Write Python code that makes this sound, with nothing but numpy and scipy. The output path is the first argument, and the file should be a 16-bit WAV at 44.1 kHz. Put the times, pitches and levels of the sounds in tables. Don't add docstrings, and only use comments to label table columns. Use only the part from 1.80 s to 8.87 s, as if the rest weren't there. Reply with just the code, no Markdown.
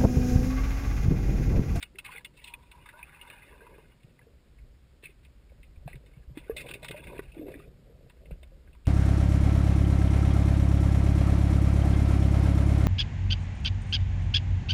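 import sys
import numpy as np
from scipy import signal
from scipy.fft import rfft, irfft
from scipy.io import wavfile

SR = 44100
rng = np.random.default_rng(int(sys.argv[2]) if len(sys.argv) > 2 else 0)


def put_to_file(sound):
    columns = np.atleast_2d(sound).T
    safe = np.clip(columns, -1, 1)
    whole_steps = np.round(safe * 32767)
    wavfile.write(sys.argv[1], SR, whole_steps.astype(np.int16))


N = 311787

# pitch in Hz, width in Hz, level in dB.
HOUSING_MODES = [(810, 46, -4), (959, 47, 0), (1179, 67, -3), (1476, 89, -1.5), (1652, 140, -2),
                 (1954, 114, -0.5), (2120, 64, 5), (2238, 73, 3), (2457, 111, 5), (2670, 95, 5),
                 (2867, 27, 4.5), (3015, 460, -7.5), (3416, 97, 1.5), (3600, 238, 0.5), (4183, 79, -6),
                 (4460, 150, -11.5), (5570, 360, -21.5)]
LOW_BELOW_HZ, TOP_ABOVE_HZ = 1800, 3000


def housing():
    hz, width, mode_db = np.transpose(HOUSING_MODES)
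    is_low = hz < LOW_BELOW_HZ
    power = gain_of(mode_db) ** 2 * width * 2 * np.pi / SR
    knocks = ticks(hz, power)
    low, middle, top = scrapes(power[is_low].sum(), power[~is_low].sum())
    rubs = [low if f < LOW_BELOW_HZ else top if f > TOP_ABOVE_HZ else middle for f in hz]
    rubs[BURBLE_MODE] = burble() / np.sqrt(power[BURBLE_MODE])
    grains = rng.standard_normal(N) * evened(gain_of(drift(240) + 2.5 * drift(31)))
    out = np.zeros(N)
    for k in range(len(hz)):
        plinks = evened(gain_of(3.8 * drift(18)))
        push = knocks[k] + rubs[k] * grains * plinks
        out += (-1) ** k * gain_of(mode_db[k]) * ring(push, hz[k], width[k])
    return out


# start in seconds, level in dB, centre pitch in Hz, loss in dB one octave
# away (sign ignored; a bigger loss gives a more pitched tick), seconds for the tail to fade by 60 dB.
TICKS = [(0.027, -26.5, 2750, 11, 0.015), (0.154, -49, 2100, 25, 0.042), (.185, -33, 2500, 11, 0.053),
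         (0.246, -39.5, 2620, -1, 0.11), (0.261, -35, 2480, 25, 0.025), (.278, -41, 2230, 42, 0.055),
         (0.358, -33.5, 2350, 38, 0.062), (.379, -38, 2110, 43, .024), (0.446, -33.5, 3100, 6, 0.052),
         (.641, -38, 3100, 21, 0.028), (0.67, -44.5, 2990, 50, 0.15), (0.737, -31.5, 2400, 12.5, 0.01),
         (0.913, -44, 2190, -5, 0.059), (1.057, -46, 1200, 8, 0.13), (1.088, -45, 1680, 13, 0.079),
         (1.189, -48, 966, 6.5, 0.12), (1.228, -39.5, 2320, 49, 0.033), (1.29, -48, 1590, 24, 0.052),
         (1.344, -59, 2620, 17, 0.036), (1.415, -48, 2580, 30, 0.045), (1.499, -39, 2530, 29, .02),
         (1.619, -51, 1960, 43, 0.096), (1.707, -54.5, 934, -11, 0.025), (1.865, -45.5, 940, 14, 0.043),
         (1.978, -54, 960, -13, 0.14), (2.23, -60, 3140, 21, 0.042), (2.392, -50, 815, 38, 0.025),
         (2.786, -61, 2080, 15, .07), (3.226, -63, 2090, 5, 0.092), (3.236, -43.5, 2480, 10.5, 0.17),
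         (3.253, -38.5, 2470, 46, 0.07), (3.294, -53.5, 2500, 25, 0.08), (3.448, -52.5, 2730, 11, 0.072),
         (3.694, -63.5, 2040, 16, 0.053), (3.829, -50, 2400, 19, 0.08), (3.958, -60, 2120, 8, 0.047),
         (4.075, -49, 2140, 2, 0.27), (4.129, -41.5, 2120, 55, 0.045), (4.154, -49, 2120, 10, 0.027),
         (4.26, -58.5, 2550, -2, 0.13), (4.572, -42, 2850, -1.5, 0.11), (4.765, -37.5, 3730, 35, 0.15),
         (4.778, -43.5, 2150, 5, 0.27), (4.861, -44, 2580, 10, 0.18), (4.887, -38.5, 2720, 0, 0.07),
         (4.909, -32, 2840, 3, 0.037), (4.937, -34.5, 2530, 7, 0.074), (4.956, -51, 2560, 3, 0.047),
         (5.028, -44, 2130, -2, 0.14), (5.044, -33, 2450, 1, 0.068), (5.083, -34, 2920, 9, 0.047),
         (5.11, -32, 2610, 6, 0.032), (5.161, -38.5, 2120, 30, 0.052), (5.174, -43.5, 2500, 15, 0.04),
         (5.237, -50, 1500, 15, 0.055), (5.268, -43, 2180, 15, 0.13), (5.352, -48, 1590, 25, .047),
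         (5.377, -42.5, 2490, 37, 0.053), (5.391, -30.5, 1350, 13.5, 0.014), (5.517, -52, 2640, 49, 0.14),
         (5.68, -51.5, 988, 7, 0.096), (5.718, -48, 2650, 3, 0.029), (5.739, -44, 1780, 45, .046),
         (6.296, -50.5, 1480, 5, 0.061), (6.366, -65, 2400, 4, 0.045), (6.455, -56.5, 2400, -11, .055),
         (6.509, -52, 1440, 4, 0.11), (6.63, -48, 1450, 5, .041), (6.873, -57.5, 1540, 22, 0.046),
         (6.929, -56, 2600, 29, 0.07), (6.948, -56, 940, 9, .021), (7.053, -51, 2690, 20, 0.087)]
TICK_RISE_S, WALL_ECHO_S, WALL_ECHO_DB = 0.0012, 0.0092, -11.5


def ticks(mode_hz, power):
    pushes = np.zeros((len(mode_hz), N))
    t = np.arange(6000) / SR
    for start, db, centre_hz, loss_db, fade_s in TICKS:
        shape = 2.66 * np.exp(-t / 0.0019) + gain_of(-60 * t / fade_s)
        shape *= 1 - np.exp(-t / TICK_RISE_S)
        crack = rng.standard_normal(len(t)) * gain_of(3 * rng.standard_normal(len(t)))
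        crack *= shape / np.sqrt(np.sum((shape * crack) ** 2) / np.sum(shape ** 2))
        add(crack, WALL_ECHO_S, gain_of(WALL_ECHO_DB) * crack)
        octaves_away = np.log2(mode_hz / centre_hz)
        shares = gain_of(-abs(loss_db * octaves_away) + 2 * rng.standard_normal(len(mode_hz)))
        shares /= np.sqrt(np.sum(power * shares ** 2))
        for push, share in zip(pushes, shares):
            add(push, start, gain_of(db) * share * crack)
    return pushes


# start in seconds, length in seconds, level in dB,
# change in dB by the end, level of the low modes in dB compared with the middle ones.
SCRAPES = [(0.001, 0.033, -47, 2, -8), (0.24, 0.15, -50.5, 1.5, -2), (0.311, 0.071, -40.5, -2.5, -6),
           (0.533, 0.15, -62.5, 15, -16), (0.785, 0.12, -65.5, 0.5, -11), (0.95, 0.16, -63.5, 5.5, -7),
           (1.085, 0.45, -63, 14.5, -2), (1.387, 0.73, -51, -14, -1.5), (2.196, 0.24, -71, 0, -11),
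           (3.224, 0.088, -48.5, -20, -19), (3.427, 0.019, -67, 1, -6), (3.684, 0.2, -79, -2, -2),
           (4.069, 0.058, -60.5, -1, 3.5), (4.205, 0.24, -72, 2, -3), (4.547, 0.29, -56, -10, -7.5),
           (4.677, 0.046, -54.5, -4, 2), (4.763, 0.048, -39.5, 0, -13.5), (4.854, 0.05, -50, 4, -7),
           (4.9, 0.13, -48.5, -18, -6), (5.017, 0.054, -50, 0, -16), (5.104, 0.27, -49, -5, -5),
           (5.415, 0.088, -52, -8.5, -7.5), (5.542, 0.14, -53.5, -15, -6), (5.663, 0.18, -57, -1, -7.5),
           (6.29, 0.94, -87, 0, -4)]
SCRAPE_RISE_S, SCRAPE_FADE_S = 0.004, 0.017
TOP_DB, TOP_TRADE = -7, 0.29


def scrapes(low_power, other_power):
    low, middle, top = np.zeros((3, N))
    for start, length, db, change_db, low_db in SCRAPES:
        t = np.arange(N) / SR - start
        rise = np.clip(t / SCRAPE_RISE_S, 0, 1)
        fade = np.exp(-np.maximum(t - length, 0) / SCRAPE_FADE_S)
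        rub = rise * fade * gain_of(db + change_db * np.clip(t / length, 0, 1))
        low = np.maximum(low, gain_of(low_db) * rub)
        middle = np.maximum(middle, rub)
        top = np.maximum(top, gain_of(TOP_DB - TOP_TRADE * low_db) * rub)
    return low / np.sqrt(low_power), middle / np.sqrt(other_power), top / np.sqrt(other_power)


# time of the peak in seconds, level in dB.
BURBLE_SWELLS = [(.29, -57), (.39, -61.5), (.65, -61), (.715, -55.5), (.8, -58.5), (.88, -62), (.96, -53.5),
                 (1.05, -67), (1.16, -54.5), (1.442, -50.5), (1.54, -58.5), (1.754, -56), (1.87, -55.5),
                 (1.998, -63), (2.124, -74), (4.578, -66), (4.872, -55), (4.95, -63.5), (5.122, -54),
                 (5.22, -59), (5.316, -50.5), (5.562, -67), (5.676, -70)]
BURBLE_MODE, BURBLE_RISE_DB_PER_S, BURBLE_FALL_DB_PER_S = 1, 162, 148


def burble():
    t = np.arange(0, N, 64) / SR
    peak_s, db = np.transpose(BURBLE_SWELLS)[:, :, None]
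    drop_db = np.maximum(BURBLE_RISE_DB_PER_S * (peak_s - t), BURBLE_FALL_DB_PER_S * (t - peak_s))
    loudest = gain_of(db - drop_db).max(axis=0)
    return np.interp(np.arange(N) / SR, t, loudest)


# start in seconds, level in dB, pitch in Hz, seconds to fade by 60 dB.
BUBBLES = [(.149, -49, 376, 0.11), (.2904, -43, 995, 0.082), (.348, -52.5, 446, 0.2),
           (1.058, -50.5, 1200, 0.11), (1.0884, -47.5, 1640, 0.076), (1.138, -56, 588, 0.23),
           (1.1378, -50.5, 1420, 0.29), (1.2286, -42, 2450, 0.06), (1.4137, -39, 2800, 0.047),
           (1.5344, -61.5, 1460, 0.11), (1.6794, -56, 2180, .042), (1.8068, -49.5, 1553, 0.13),
           (1.815, -47, 444, 0.14), (1.984, -45.5, 431, 0.081), (2.392, -49, 2010, 0.034),
           (2.4149, -57, 1650, 0.073), (2.468, -51.5, 449, 0.1), (2.7866, -58.5, 2160, .05),
           (3.233, -42.5, 405, 0.02), (3.292, -51, 387, 0.05), (3.72, -49, 540, .032),
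           (4.078, -31.5, 693, 0.024), (4.143, -42, 350, 0.019), (4.3365, -60, 2170, 0.096),
           (4.572, -29.5, 297, 0.048), (4.697, -22.5, 437, 0.079), (4.763, -42, 588, 0.095),
           (4.859, -38, 474, 0.056), (4.905, -39.5, 335, 0.039), (4.955, -36.5, 413, 0.02),
           (5.028, -41, 610, 0.06), (5.109, -24.5, 386, 0.0092), (5.144, -38, 578, 0.15),
           (5.3, -44.5, 354, 0.072), (5.3314, -42.5, 970, 0.03), (5.392, -25.5, 395, 0.034),
           (5.568, -37.5, 330, 0.092), (5.594, -32.5, 302, 0.11), (5.617, -34.5, 300, .046),
           (5.629, -38, 279, 0.19), (5.665, -36.5, 397, 0.091), (5.685, -28.5, 377, 0.028),
           (5.754, -40.5, 290, 0.12), (5.791, -45.5, 386, .11), (5.8002, -50, 1204, 0.053),
           (6.097, -51.5, 446, 0.17), (6.509, -34, 490, 0.018), (6.63, -49.5, 606, .039),
           (6.719, -54.5, 514, 0.18)]


def gulps():
    out = np.zeros(N)
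    for start, db, hz, fade_s in BUBBLES:
        add(out, start, -gain_of(db) * bubble(hz, fade_s, climb=1.09))
    return out


def bubble(hz, fade_s, climb):
    t = np.arange(round(fade_s * SR) + 200) / SR
    snap = 1 + 1.03 * np.exp(-t * hz / 1.16)
    shape = snap * gain_of(-60 * t / fade_s) * (1 - np.exp(-2 * t * hz))
    return shape * np.sin(2 * np.pi * hz * t * (1 + climb * t))


# time in seconds, level in dB.
CHURN_LEVELS = [(0, -72), (.85, -72.5), (1.4, -69.5), (1.87, -59), (2.02, -61.5), (2.1, -72.5),
                (3.5, -77.5), (4.24, -69), (4.55, -69.5), (4.7, -55.5), (4.93, -51.5), (5, -59),
                (5.37, -51.5), (5.53, -64.5), (5.57, -49.5), (5.71, -47), (5.9, -66), (6.05, -69.5),
                (6.11, -61), (6.22, -64), (7.07, -72)]
# pitch in Hz, relative level in dB.
CHURN_COLOUR = [(120, -41), (200, -13), (297, -7), (327, -8.5), (387, -2.5), (565, -1.5), (800, -16),
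                (1040, -73), (1760, -120)]


def churn(slosh):
    swarm = np.zeros(N)
    for hz in np.geomspace(210, 780, num=24):
        strength = gain_of(2.73 * np.minimum(rng.exponential(1, N), 4))
        births = rng.random(N) < 25 / SR
        swarm += signal.oaconvolve(strength * births, bubble(hz, 12 / hz, climb=0.4))[:N] * np.sqrt(hz)
    return gain_of(curve(CHURN_LEVELS)[0] + 2.76 * slosh) * shaped(swarm, CHURN_COLOUR)


# start in seconds, level in dB, pitch in Hz, main swell's length in seconds.
THUMPS = [(2.245, -42, 130, 0.0095), (3.706, -50, 55.4, 0.013), (3.974, -36.5, 59, 0.011),
          (4.058, -31.5, 139, 0.015), (4.151, -37, 133, 0.023), (4.37, -38, 135, 0.013),
          (4.476, -36, 61, 0.031), (4.506, -38, 127, 0.02), (4.721, -39.5, 54.7, 0.023),
          (5.474, -36.5, 50.6, 0.031), (6.513, -35.5, 152, 0.017), (6.519, -31, 47.5, 0.018),
          (7.042, -41, 47.4, 0.039)]


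def thumps():
    out = np.zeros(N)
    for start, db, hz, length in THUMPS:
        t = np.arange(round(3 * length * SR)) / SR
        swell = 5.49 * t / length * np.exp(-2.5 * t / length)
        add(out, start, gain_of(db) * swell * np.sin(2 * np.pi * hz * t))
    return out


# time in seconds, deep rumble in dB, upper rumble in dB.
RUMBLE_LEVELS = [(0, -57.5, -65), (.47, -64.5, -64.5), (.77, -56.5, -65.5), (1.5, -61.5, -66),
                 (1.9, -58.5, -64.5), (2.05, -60.5, -64.5), (2.4, -62, -65.5), (2.81, -54.5, -64.5),
                 (3.1, -57.5, -65.5), (3.56, -55, -65.5), (4.08, -50.5, -62.5), (4.45, -53, -64),
                 (4.65, -52, -57.5), (5.16, -56, -53.5), (5.4, -51.5, -56.5), (5.75, -54.5, -54.5),
                 (6.32, -58, -62), (6.75, -48.5, -63), (7.07, -54, -66.5)]
# pitch in Hz, relative level in dB.
DEEP_COLOUR = [(12, -44), (20, -7), (38, -4), (54, 0.5), (67, -1.5), (95, -22), (120, -58), (210, -120)]
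UPPER_COLOUR = [(53, -33), (90, -7.5), (129, -4.5), (151, -5.5), (172, -9), (200, -14.5), (230, -18.5),
                (300, -31), (510, -120)]


def rumble(slosh):
    deep_db, upper_db = curve(RUMBLE_LEVELS)
    deep = gain_of(deep_db + 1.45 * slosh) * shaped(rng.standard_normal(N), DEEP_COLOUR)
    upper = gain_of(upper_db + 2.07 * slosh) * shaped(rng.standard_normal(N), UPPER_COLOUR)
    return deep + upper


# pitch in Hz, relative level in dB.
HISS_COLOUR = [(130, -29), (220, -1), (344, -3), (416, -9.5), (457, -10), (650, -13), (1020, -15.5),
               (2230, -16), (3260, -19), (4820, -20.5), (5600, -22.5), (7280, -96), (12300, -120)]


def hiss():
    return gain_of(-68.5) * shaped(rng.standard_normal(N), HISS_COLOUR)


def gain_of(db):
    return 10 ** (np.asarray(db) / 20)


def evened(x):
    return x / np.sqrt(np.mean(x ** 2) + 1e-20)


def curve(rows):
    times, *columns = np.transpose(rows)
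    return [np.interp(np.arange(N) / SR, times, column) for column in columns]


def add(mix, start, sound):
    part = mix[round(start * SR):][:len(sound)]
    part += sound[:len(part)]


def shaped(x, colour):
    points_hz, db = np.transpose(colour)
    hz = np.fft.rfftfreq(len(x), 1 / SR)
    gains = gain_of(np.interp(np.log(hz + 1), np.log(points_hz + 1), db))
    return evened(irfft(rfft(x) * gains, len(x)))


def drift(hz):
    return evened(signal.sosfilt(signal.butter(2, hz, fs=SR, output="sos"), rng.standard_normal(N)))


def ring(push, hz, width):
    pole = np.exp((2j * np.pi * hz - np.pi * width) / SR)
    return 2 * signal.lfilter([1 - abs(pole)], [1, -pole], push).real


def scene():
    background = hiss()
    slosh = drift(10)
    return (housing() + gulps() + churn(slosh) + thumps() + rumble(slosh) + background)[None]


HOLD_HZ, TREBLE_LIMIT_HZ = 12000, 15450


def record(dry):
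    first_cut = signal.firwin(81, 0.48 * HOLD_HZ, window=("kaiser", 5.0), fs=SR)
    narrow = signal.oaconvolve(dry, first_cut[None], "same")
    mirrored = narrow * (1 + 2 * np.cos(2 * np.pi * HOLD_HZ * np.arange(N) / SR))
    dulling = np.sinc(np.fft.rfftfreq(N, 1 / SR) / HOLD_HZ)
    held = irfft(rfft(mirrored) * dulling, N)
    held += gain_of(-86) * rng.standard_normal(held.shape)
    last_cut = signal.firwin(201, TREBLE_LIMIT_HZ, window=("kaiser", 9), fs=SR)
    return signal.oaconvolve(held, last_cut[None], "same")


dry = scene()
out = record(dry)
put_to_file(out)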